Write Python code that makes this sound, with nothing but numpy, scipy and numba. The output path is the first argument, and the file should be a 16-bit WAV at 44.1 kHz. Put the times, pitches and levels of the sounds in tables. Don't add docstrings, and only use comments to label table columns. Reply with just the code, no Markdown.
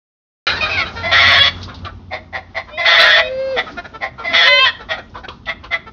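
import sys
import numpy as np
from scipy import signal
from scipy.io import wavfile
from scipy.ndimage import uniform_filter1d
from numba import njit

SR = 44100
rng = np.random.default_rng(int(sys.argv[2]) if len(sys.argv) > 2 else 0)


def int16_out(signal):
    q = np.round(np.clip(np.atleast_2d(signal).T, -1, 1) * 32767)
    wavfile.write(sys.argv[1], SR, q.astype(np.int16))


N = 261072
START_S = 0.468
PITCH_SAG = 0.04

# time in seconds, pitch in Hz, level in dB.
MOTOR_HUM = [(0.46, 85.3, -75), (0.49, 90.9, -36.5), (1.6, 90.8, -30.5), (3.48, 84.8, -60.5),
             (5.19, 90.8, -59.5), (5.72, 83.7, -59.5), (5.92, 100, -52)]
# multiple of the pitch, level in dB.
MOTOR_TONES = [(1, -3), (2, -21.5)]
# time in seconds, level in dB.
WIND_LEVEL = [(0.46, -45), (0.52, -37.5), (1.78, -36), (2.33, -43.5), (5.16, -41), (5.26, -39),
              (5.48, -39.5), (5.92, -41.5)]
# frequency in Hz, density in dB per Hz.
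WIND_SPECTRUM = [(12, -25), (20, -38), (42, -7), (59, 2), (72, 0.5), (172, -11), (247, -7.5), (300, 5),
                 (390, -61.5), (660, -120)]
# time in seconds, level in dB.
YARD_LEVEL = [(.46, -31), (1.0, -36.5), (1.6, -39), (2.08, -52.5), (2.7, -52.5), (3.3, -40), (3.5, -38),
              (3.7, -40.5), (4.12, -52), (4.8, -46.5), (5.4, -53.5), (5.92, -52.5)]
# frequency in Hz, density in dB per Hz.
YARD_SPECTRUM = [(88, -59), (150, 1), (469, -4), (796, -3), (1440, -5), (1750, -17.5), (2120, -0.5),
                 (2570, -26.5), (3540, -11), (6950, -27.5), (9040, -66), (15300, -120)]

# centre in Hz, width in Hz, level in dB.
FLOCK_THROAT = [(626, 810, 15.5), (880, 120, -18.5), (1365, 470, 18.5), (1950, 94, -13), (2385, 110, 11.5),
                (3030, 550, 3), (3842, 380, 6.5), (4660, 220, -5.5)]
NEAR_THROAT = [(700, 222, 5), (1151, 93, 2), (1323, 260, 4), (2000, 360, 8.5), (2295, 97, -1.5),
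               (2776, 260, -6), (3448, 484, 1), (4294, 270, -7), (5310, 284, -18)]
CLUCK_THROAT = [(698, 268, 0), (1050, 90, -2.5), (1425, 43, -6.5), (2061, 303, 3), (2270, 43, -11),
                (3230, 110, -19), (3504, 350, -10.5), (4220, 140, -12), (4640, 740, -18.5)]

# peak in seconds, fall in seconds, peak in dB, pitch in Hz, middle resonance in Hz.
HOARSE_CALLS = [(.47, .13, -12, 698, 1436), (.865, .07, -25.5, 620, 1310), (1.695, .06, -31, 543, 1144),
                (1.864, 0.05, -25, 669, 1210), (2.69, 0.073, -35.5, 506, 1013),
                (3.682, .05, -27, 650, 1260), (3.86, 0.021, -28, 470, 1294), (4.989, 0.033, -26, 699, 1280),
                (5.16, .06, -27.5, 508, 935), (5.648, .04, -32, 523.6, 1080)]
HUSKY_CALLS = [(.665, .15, -22.5, 399.6, 1370), (.81, 0.066, -25, 710, 1405), (.784, 0.047, -27, 548, 1490),
               (4.198, 0.088, -26.5, 456, 1086), (4.811, 0.045, -31, 447, 1210),
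               (5.252, 0.018, -27.5, 778, 1530)]
PURE_CALLS = [(0.579, 0.055, -23, 918, 1954), (0.634, 0.092, -18.5, 628.5, 1350),
              (.975, 0.13, -25.5, 461.3, 1495), (3.788, 0.029, -20.5, 356, 1320),
              (3.955, 0.031, -27, 449, 1100), (5.881, 0.029, -31, 450.3, 1140)]
FLOCK_TEXTURES = [(.68, .52), (.43, .4), (.19, .22)]
FLOCK_BEAK_DB = [-0.3, -0.3, -1]
# peak in seconds, fall in seconds, peak in dB, first pitch in Hz, last pitch in Hz.
YELP = (3, 0.13, -9, 648.5, 740)

# start in seconds, length in seconds, level in dB, pitch in Hz, middle resonance in Hz.
CACKLE = [
    (0.604, 0.063, -15, 624.5, 2440),
    (0.689, 0.091, -18.5, 647, 2480),
    (0.767, .07, -16, 547.4, 2200),
]
# peak in seconds, fall in seconds, peak in dB, pitch in Hz.
CLUCKS = [(2.136, .065, -19, 507.8), (2.355, .065, -19, 517.7), (2.575, 0.057, -17.5, 531),
          (3.589, .04, -11.5, 619), (4.037, .06, -16.5, 539), (4.916, 0.061, -15, 643),
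          (5.495, .05, -16.5, 661.4), (5.737, .045, -11.5, 687)]

# multiple of the pitch, level in dB.
GLIDE = [(.72, 780, -32.5), (.755, 806.4, -22), (.79, 728, -22), (.82, 664, -20.5), (.85, 636, -24.5)]
GLIDE_TONES = [(1, -12.5), (2, -1.5), (3, -6), (4, -11), (5, -12)]
GLIMPSE = [(1.385, 578, -21), (1.4, 555, -9.5), (1.425, 565, -6), (1.44, 572, -22.5)]
GLIMPSE_TONES = [(1, -10), (2, -11.5), (3, -2.5), (4, -8.5), (5, -2.5), (6, 3.5), (7, -5.5), (8, -11.5),
                 (9, -16.5)]
RISING = [(2.7, 584, -48), (2.74, 606.7, -31.5), (2.78, 635, -31), (2.88, 642, -28), (2.95, 619, -27.5),
          (3.15, 615.6, -21.5), (3.29, 633, -24)]
RISING_TONES = [(1, 4), (2, -44), (3, -27), (4, -2.5), (5, -9), (6, -6), (7, -32), (8, -21), (9, -32.5)]
LONG = [(3.2, 505, -36), (3.3, 518.5, -24.5), (3.42, 532, -20.5), (3.53, 533, -18.5), (3.57, 479, -20.5),
        (3.6, 467, -38)]
LONG_TONES = [(1, 0), (2, -30), (3, -24), (4, -25), (5, -27), (6, -35), (7, -36), (8, -31), (9, -30)]
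ARCH = [(4.43, 471, -33.5), (4.49, 569, -22), (4.54, 577, -14.5), (4.59, 555, -24), (4.64, 452, -40)]
ARCH_TONES = [(1, -2.5), (2, -36)]
BREAK = [(4.47, 507.8, -9), (4.59, 515.7, -10.5), (4.605, 523, -10.5)]
BREAK_TONES = [(1, -14), (2, 0), (3, 0.5), (4, 12), (5, 1.5), (6, 6.5), (7, 2), (8, 3), (9, -10.5),
               (10, -54), (11, -17.5), (12, -74.5)]
CREST = [(4.585, 525.7, -14), (4.645, 527.6, -7), (4.68, 483, -23)]
CREST_TONES = [(1, -32.5), (2, -2), (3, -6.5), (4, -17.5), (5, -3.5), (6, -1), (7, -9.5), (8, -15.5),
               (9, -20), (10, -55), (11, -39.5), (12, -74)]

# start in seconds, length in seconds, level in dB.
SQUAWK_LEADS = [
    (1.028, 0.099, -17.5),
    (2.772, 0.092, -16),
    (4.236, .105, -18.5),
]
# full voice in seconds, hold in seconds, level in dB, first pitch in Hz, last pitch in Hz.
SQUAWKS = [
    (1.129, 0.26, -8.9, 541.7, 560.9),
    (1.437, 0.043, -11, 559.6, 569),
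    (2.864, .338, -9, 509.5, 494.8),
    (4.346, .13, -9.5, 503.6, 505.2),
    (4.663, 0.023, -11.5, 507.7, 448),
]
# time in seconds, beak in dB per octave, middle resonance in Hz.
POSTURE = [(1.1, 3.5, 2000), (1.25, 5, 1960), (1.38, 4.5, 1880), (1.451, 7.5, 1900), (1.52, 4.5, 1950),
           (2.84, 2.5, 2048), (2.95, 4.5, 1864), (3.06, 2.5, 1838), (3.14, 6.5, 1730), (3.2, 1, 1927),
           (4.33, 4, 2050), (4.4, 4.5, 1913), (4.47, 6, 1830), (4.651, 5.5, 2000), (4.72, 4, 1823)]

# start in seconds, peak in dB, centre in Hz, T60 in seconds.
RUSTLE = [(1.6138, -26.5, 4020, 0.078), (1.6298, -22.5, 3520, 0.04), (1.629, -19, 4240, 0.12),
          (1.7424, -26, 3940, 0.13), (1.788, -32.5, 3930, 0.037), (1.8484, -19, 3290, 0.071),
          (3.717, -36.5, 4540, 0.18), (5.095, -46, 5200, 0.11), (5.1746, -33.5, 3820, 0.099),
          (5.2839, -16, 2990, 0.064), (5.456, -26, 3230, 0.13), (5.637, -29, 2700, .15),
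          (5.638, -31.5, 3900, 0.14), (5.285, -32, 3850, .25)]
# start in seconds, peak in dB, centre in Hz, T60 in seconds.
WING_BEATS = [(3.219, -32, 252, 0.12), (3.557, -22.5, 263, 0.25), (3.63, -32, 323, 0.27),
              (3.705, -24, 316, 0.23), (3.758, -17, 266, 0.083), (3.918, -36, 376, 0.35),
              (4.285, -20.5, 256, 0.31)]
# start in seconds, peak in dB, centre in Hz, T60 in seconds.
FOOT_KNOCK = [
    (5.2805, -16, 1050, 0.16),
    (5.2809, -24, 420, 0.12),
]


def from_db(db):
    return 10 ** (np.asarray(db) / 20)


def rms_one(x):
    return x / np.sqrt(np.mean(x ** 2) + 1e-20)


def in_span(rows):
    s, *columns = np.transpose(rows)
    at = np.arange(int(s[0] * SR), min(int(s[-1] * SR), N))
    ends = np.clip(np.minimum(at - at[0], at[-1] - at) / (0.007 * SR), 0, 1)
    return at, ends, [np.interp(at / SR, s, c) for c in columns]


def drift(size, rate_hz, count=1):
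    r = np.exp(-32 * np.pi * rate_hz / SR)
    white = rng.standard_normal((count, size // 16 + 601))
    slow = signal.lfilter([1], [1, -2 * r, r * r], white)[:, 600:]
    slow = slow * np.sqrt((1 - r * r) ** 3 / (1 + r * r))
    smooth = uniform_filter1d(np.repeat(slow, 16, axis=1), size=16)
    return np.squeeze(smooth[:, :size])


def steady_tone(rows, tones, wobble=0.0016, shimmer_db=1.0):
    at, ends, (hz, level_db) = in_span(rows)
    turn = 2 * np.pi * np.cumsum(hz * (1 + wobble * drift(len(at), 38))) / SR
    sound = 0
    for k, db in tones:
        line_db = db + shimmer_db * np.sqrt(k) * drift(len(at), 14)
        sound = sound + from_db(line_db) * np.cos(k * turn + rng.uniform(0, 4.2))
    out = np.zeros(N)
    out[at] = rms_one(sound) * from_db(level_db) * ends
    return out


def motor():
    return steady_tone(MOTOR_HUM, MOTOR_TONES, wobble=0.014, shimmer_db=4.0)


def patchy_noise(level, spectrum, patchy_db):
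    hz, db = np.transpose(spectrum)
    edges_hz = hz[0] * 2 ** np.arange(0, np.log2(hz[-1] / hz[0]), 0.5)
    white = rng.standard_normal((2, N))
    out = 0
    for k, (low, high) in enumerate(zip(edges_hz, edges_hz[1:])):
        sos = signal.butter(2, [low, high], "band", fs=SR, output="sos")
        band = signal.sosfilt(sos, white[k % 2])
        band_db = np.interp(np.log(low * high) / 2, np.log(hz), db)
        out = out + band * from_db(band_db + patchy_db * drift(N, 5.14))
    s, level_db = np.transpose(level)
    return rms_one(out) * from_db(np.interp(np.arange(N) / SR, s, level_db))


def wind():
    return patchy_noise(WIND_LEVEL, WIND_SPECTRUM, patchy_db=1.5)


def yard():
    return patchy_noise(YARD_LEVEL, YARD_SPECTRUM, patchy_db=2.5)


@njit
def windpipe(x, modes, resonance_hz, beak_db, middle_hz, rate):
    out = np.zeros(len(x))
    for k in range(len(modes)):
        r = np.exp(-np.pi * modes[k, 1] / rate)
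        octaves = np.log2(modes[k, 0] / middle_hz)
        moves = 1. if abs(octaves) < .3 else .25
        w = 2 * np.pi * modes[k, 0] * (resonance_hz / middle_hz) ** moves / rate
        y = x
        for twice in range(2):
            u, y = y, np.zeros(len(x))
            for i in range(2, len(x)):
                drive = (1 - r * r) / 2 * (u[i] - u[i - 2])
                y[i] = drive + 2 * r * np.cos(w[i]) * y[i - 1] - r * r * y[i - 2]
        out += y * 10 ** ((modes[k, 2] + beak_db * octaves) / 20)
    return out


def call(rows, voice, throat, middle_hz, shape=None):
    at, ends, (level_db, *moving) = in_span(rows)
    size = len(at)
    beak_db, resonance_hz = moving or np.outer(shape, np.ones(size))
    first_hz, last_hz, cycles, beat, rough = voice
    resonance_hz = resonance_hz * (1 + 0.02 * drift(size, 15))
    beat_hz = np.linspace(first_hz, last_hz, size) / cycles * (1 + 0.025 * rough * drift(size, 75))
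    turn = 2 * np.pi * np.cumsum(beat_hz) / SR
    k = np.arange(1, int(6500 * cycles / first_hz))[:, None]
    share = np.where(k % cycles, beat, 1) * from_db(9 * rough * drift(size, 25, count=len(k)))
    slip = rng.uniform(0, 2.5, k.shape) + 3 * rough * drift(size, 24, count=len(k))
    pulses = rms_one(np.sum(share * np.cos(k * turn + slip), axis=0))
    air = rms_one(rng.standard_normal(size) * (4.5 + np.cos(turn)))
    source = np.sqrt(1 - 0.85 * rough) * pulses + np.sqrt(0.85 * rough) * air
    beak_db = beak_db + 0.14 * (level_db - level_db.max())
    sound = windpipe(source, np.array(throat, float), resonance_hz, beak_db, middle_hz, SR)
    even = np.sqrt(uniform_filter1d(sound ** 2, size=1300, mode="reflect") + 1e-12)
    s, root = np.transpose([(r[0], from_db(r[1] / 2)) for r in rows])
    swell = np.interp(at / SR, s, root) ** 2
    out = np.zeros(N)
    out[at] = sound / even * swell * ends
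    return out


def flock():
    rise_s, start_db, end_db = 0.022, -14, -22
    beat_rate_hz, middle_hz = 175, 1350.
    alarm_db, calming_s = 8, 1.3
    yelp_beak_db, yelp_neck_hz = 8.5, 1390
    out = 0
    tables = (HOARSE_CALLS, HUSKY_CALLS, PURE_CALLS)
    for table, (beat, rough), beak_db in zip(tables, FLOCK_TEXTURES, FLOCK_BEAK_DB):
        for s, fall_s, db, hz, neck_hz in table:
            rows = [(s - rise_s, db + start_db), (s, db), (s + fall_s, db + end_db)]
            voice = (hz, hz * (1 - PITCH_SAG / 2), round(hz / beat_rate_hz), beat, rough)
            stirred_db = alarm_db * np.exp(-(s - START_S) / calming_s)
            out += call(rows, voice, FLOCK_THROAT, middle_hz, (beak_db + stirred_db, neck_hz))
    s, fall_s, db, first_hz, last_hz = YELP
    rows = [(s - rise_s, db + start_db), (s, db), (s + fall_s, db + end_db)]
    voice = (first_hz, last_hz, 4, 0.3, 0.3)
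    return out + call(rows, voice, FLOCK_THROAT, middle_hz, (yelp_beak_db, yelp_neck_hz))


def cackle():
    beak_db, swell_db, fade_db = 4.5, -4, -9
    out = 0
    for s, length_s, db, hz, neck_hz in CACKLE:
        rows = [(s, db + swell_db), (s + 0.52 * length_s, db), (s + length_s, db + fade_db)]
        voice = (hz, hz * (1 - PITCH_SAG / 2), 4, 0.4, 0.27)
        out += call(rows, voice, CLUCK_THROAT, 2030., (beak_db, neck_hz))
    return out


def clear_notes():
    notes = [(GLIDE, GLIDE_TONES), (GLIMPSE, GLIMPSE_TONES), (RISING, RISING_TONES), (LONG, LONG_TONES),
             (ARCH, ARCH_TONES), (BREAK, BREAK_TONES), (CREST, CREST_TONES)]
    return sum(steady_tone(rows, tones) for rows, tones in notes)


def squawks():
    attack_s, release_s, start_db, end_db = 0.02, 0.028, -16.5, -24
    beat_rate_hz = 155
    lead_hz, lead_beak_db, lead_neck_hz = 681, 1.5, 2026
    out = 0
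    for s, length_s, db in SQUAWK_LEADS:
        rows = [(s, db - 9.5), (s + 0.3 * length_s, db), (s + length_s, db - 5.5)]
        voice = (lead_hz, lead_hz, 2, 0.8, 0.4)
        out += call(rows, voice, CLUCK_THROAT, 2030., (lead_beak_db, lead_neck_hz))
    when, beak_db, neck_hz = np.transpose(POSTURE)
    for s, hold_s, db, first_hz, last_hz in SQUAWKS:
        t = np.r_[s - attack_s, np.linspace(s, s + hold_s, 12), s + hold_s + release_s]
        level_db = db + np.r_[start_db, np.zeros(12), end_db]
        rows = np.c_[t, level_db, np.interp(t, when, beak_db), np.interp(t, when, neck_hz)]
        beat, rough = (0.9, 0.38) if hold_s > 0.08 else (0.45, 0.28)
        voice = (first_hz, last_hz, round(last_hz / beat_rate_hz), beat, rough)
        out += call(rows, voice, NEAR_THROAT, 2000.)
    return out


def puffs(events, octaves, rise_s):
    out = np.zeros(N)
    t = np.arange(SR // 4) / SR
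    for s, peak_db, hz, t60_s in events:
        edges_hz = hz * 2 ** np.array([-octaves, octaves])
        band = signal.butter(2, edges_hz, "band", fs=SR, output="sos")
        burst = rms_one(signal.sosfilt(band, rng.standard_normal(len(t))))
        decay = from_db(peak_db - 8.5 - 60 * t / max(t60_s, 0.01))
        burst = burst * (1 - np.exp(-t / rise_s)) * decay
        at = int(s * SR)
        out[at:at + len(t)] += burst[:N - at]
    return out


def rustle_and_knock():
    return puffs(RUSTLE + FOOT_KNOCK, octaves=0.26, rise_s=0.00075)


def clucks():
    rise_s, start_db, end_db, neck_hz = 0.035, -32, -27, 2026
    low_hz, open_hz, beat_loss_per_hz, rough = 520, 600, 0.002, 0.37
    shut_beak_db, open_beak_db = 0, 0.5
    out = 0
    for s, fall_s, db, hz in CLUCKS:
        rows = [(s - rise_s, db + start_db), (s, db), (s + fall_s, db + end_db)]
        beat = 0.9 - beat_loss_per_hz * (hz - low_hz)
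        voice = (hz, hz * (1 - PITCH_SAG), 4, beat, rough)
        throat, beak_db = (NEAR_THROAT, open_beak_db) if hz > open_hz else (CLUCK_THROAT, shut_beak_db)
        out += call(rows, voice, throat, 2030., (beak_db, neck_hz))
    return out


def wings():
    return puffs(WING_BEATS, octaves=0.27, rise_s=0.0053)


def coop(x):
    t60_s, cut_hz, level_db = 0.33, 5500, -19
    t = np.arange(int(0.6 * SR)) / SR
    tail = rng.standard_normal(len(t)) * from_db(-60 * t / t60_s) * (t > 0.006)
    tail = signal.sosfilt(signal.butter(1, cut_hz, fs=SR, output="sos"), tail)
    tail = tail / np.sqrt(np.sum(tail ** 2))
    return x + from_db(level_db) * signal.fftconvolve(x, tail)[:N]


def scene():
    outside = motor() + wind() + yard()
    hens = flock() + cackle() + clear_notes() + squawks() + clucks()
    return (coop(hens + rustle_and_knock() + wings()) + outside)[None]


def roll_off(x):
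    return signal.sosfilt(signal.butter(12, 7100, fs=SR, output="sos"), x)


def record(dry):
    soft_top, cut_hz, full_scale = 1.566, 6430, 1.26
    x = soft_top * np.tanh(dry / soft_top)
    x = signal.sosfilt(signal.butter(10, cut_hz, fs=SR, output="sos"), x)
    x = np.clip(x, -full_scale, full_scale)
    return roll_off(x * (np.arange(N) >= START_S * SR))


dry = scene()
out = record(dry)
int16_out(out)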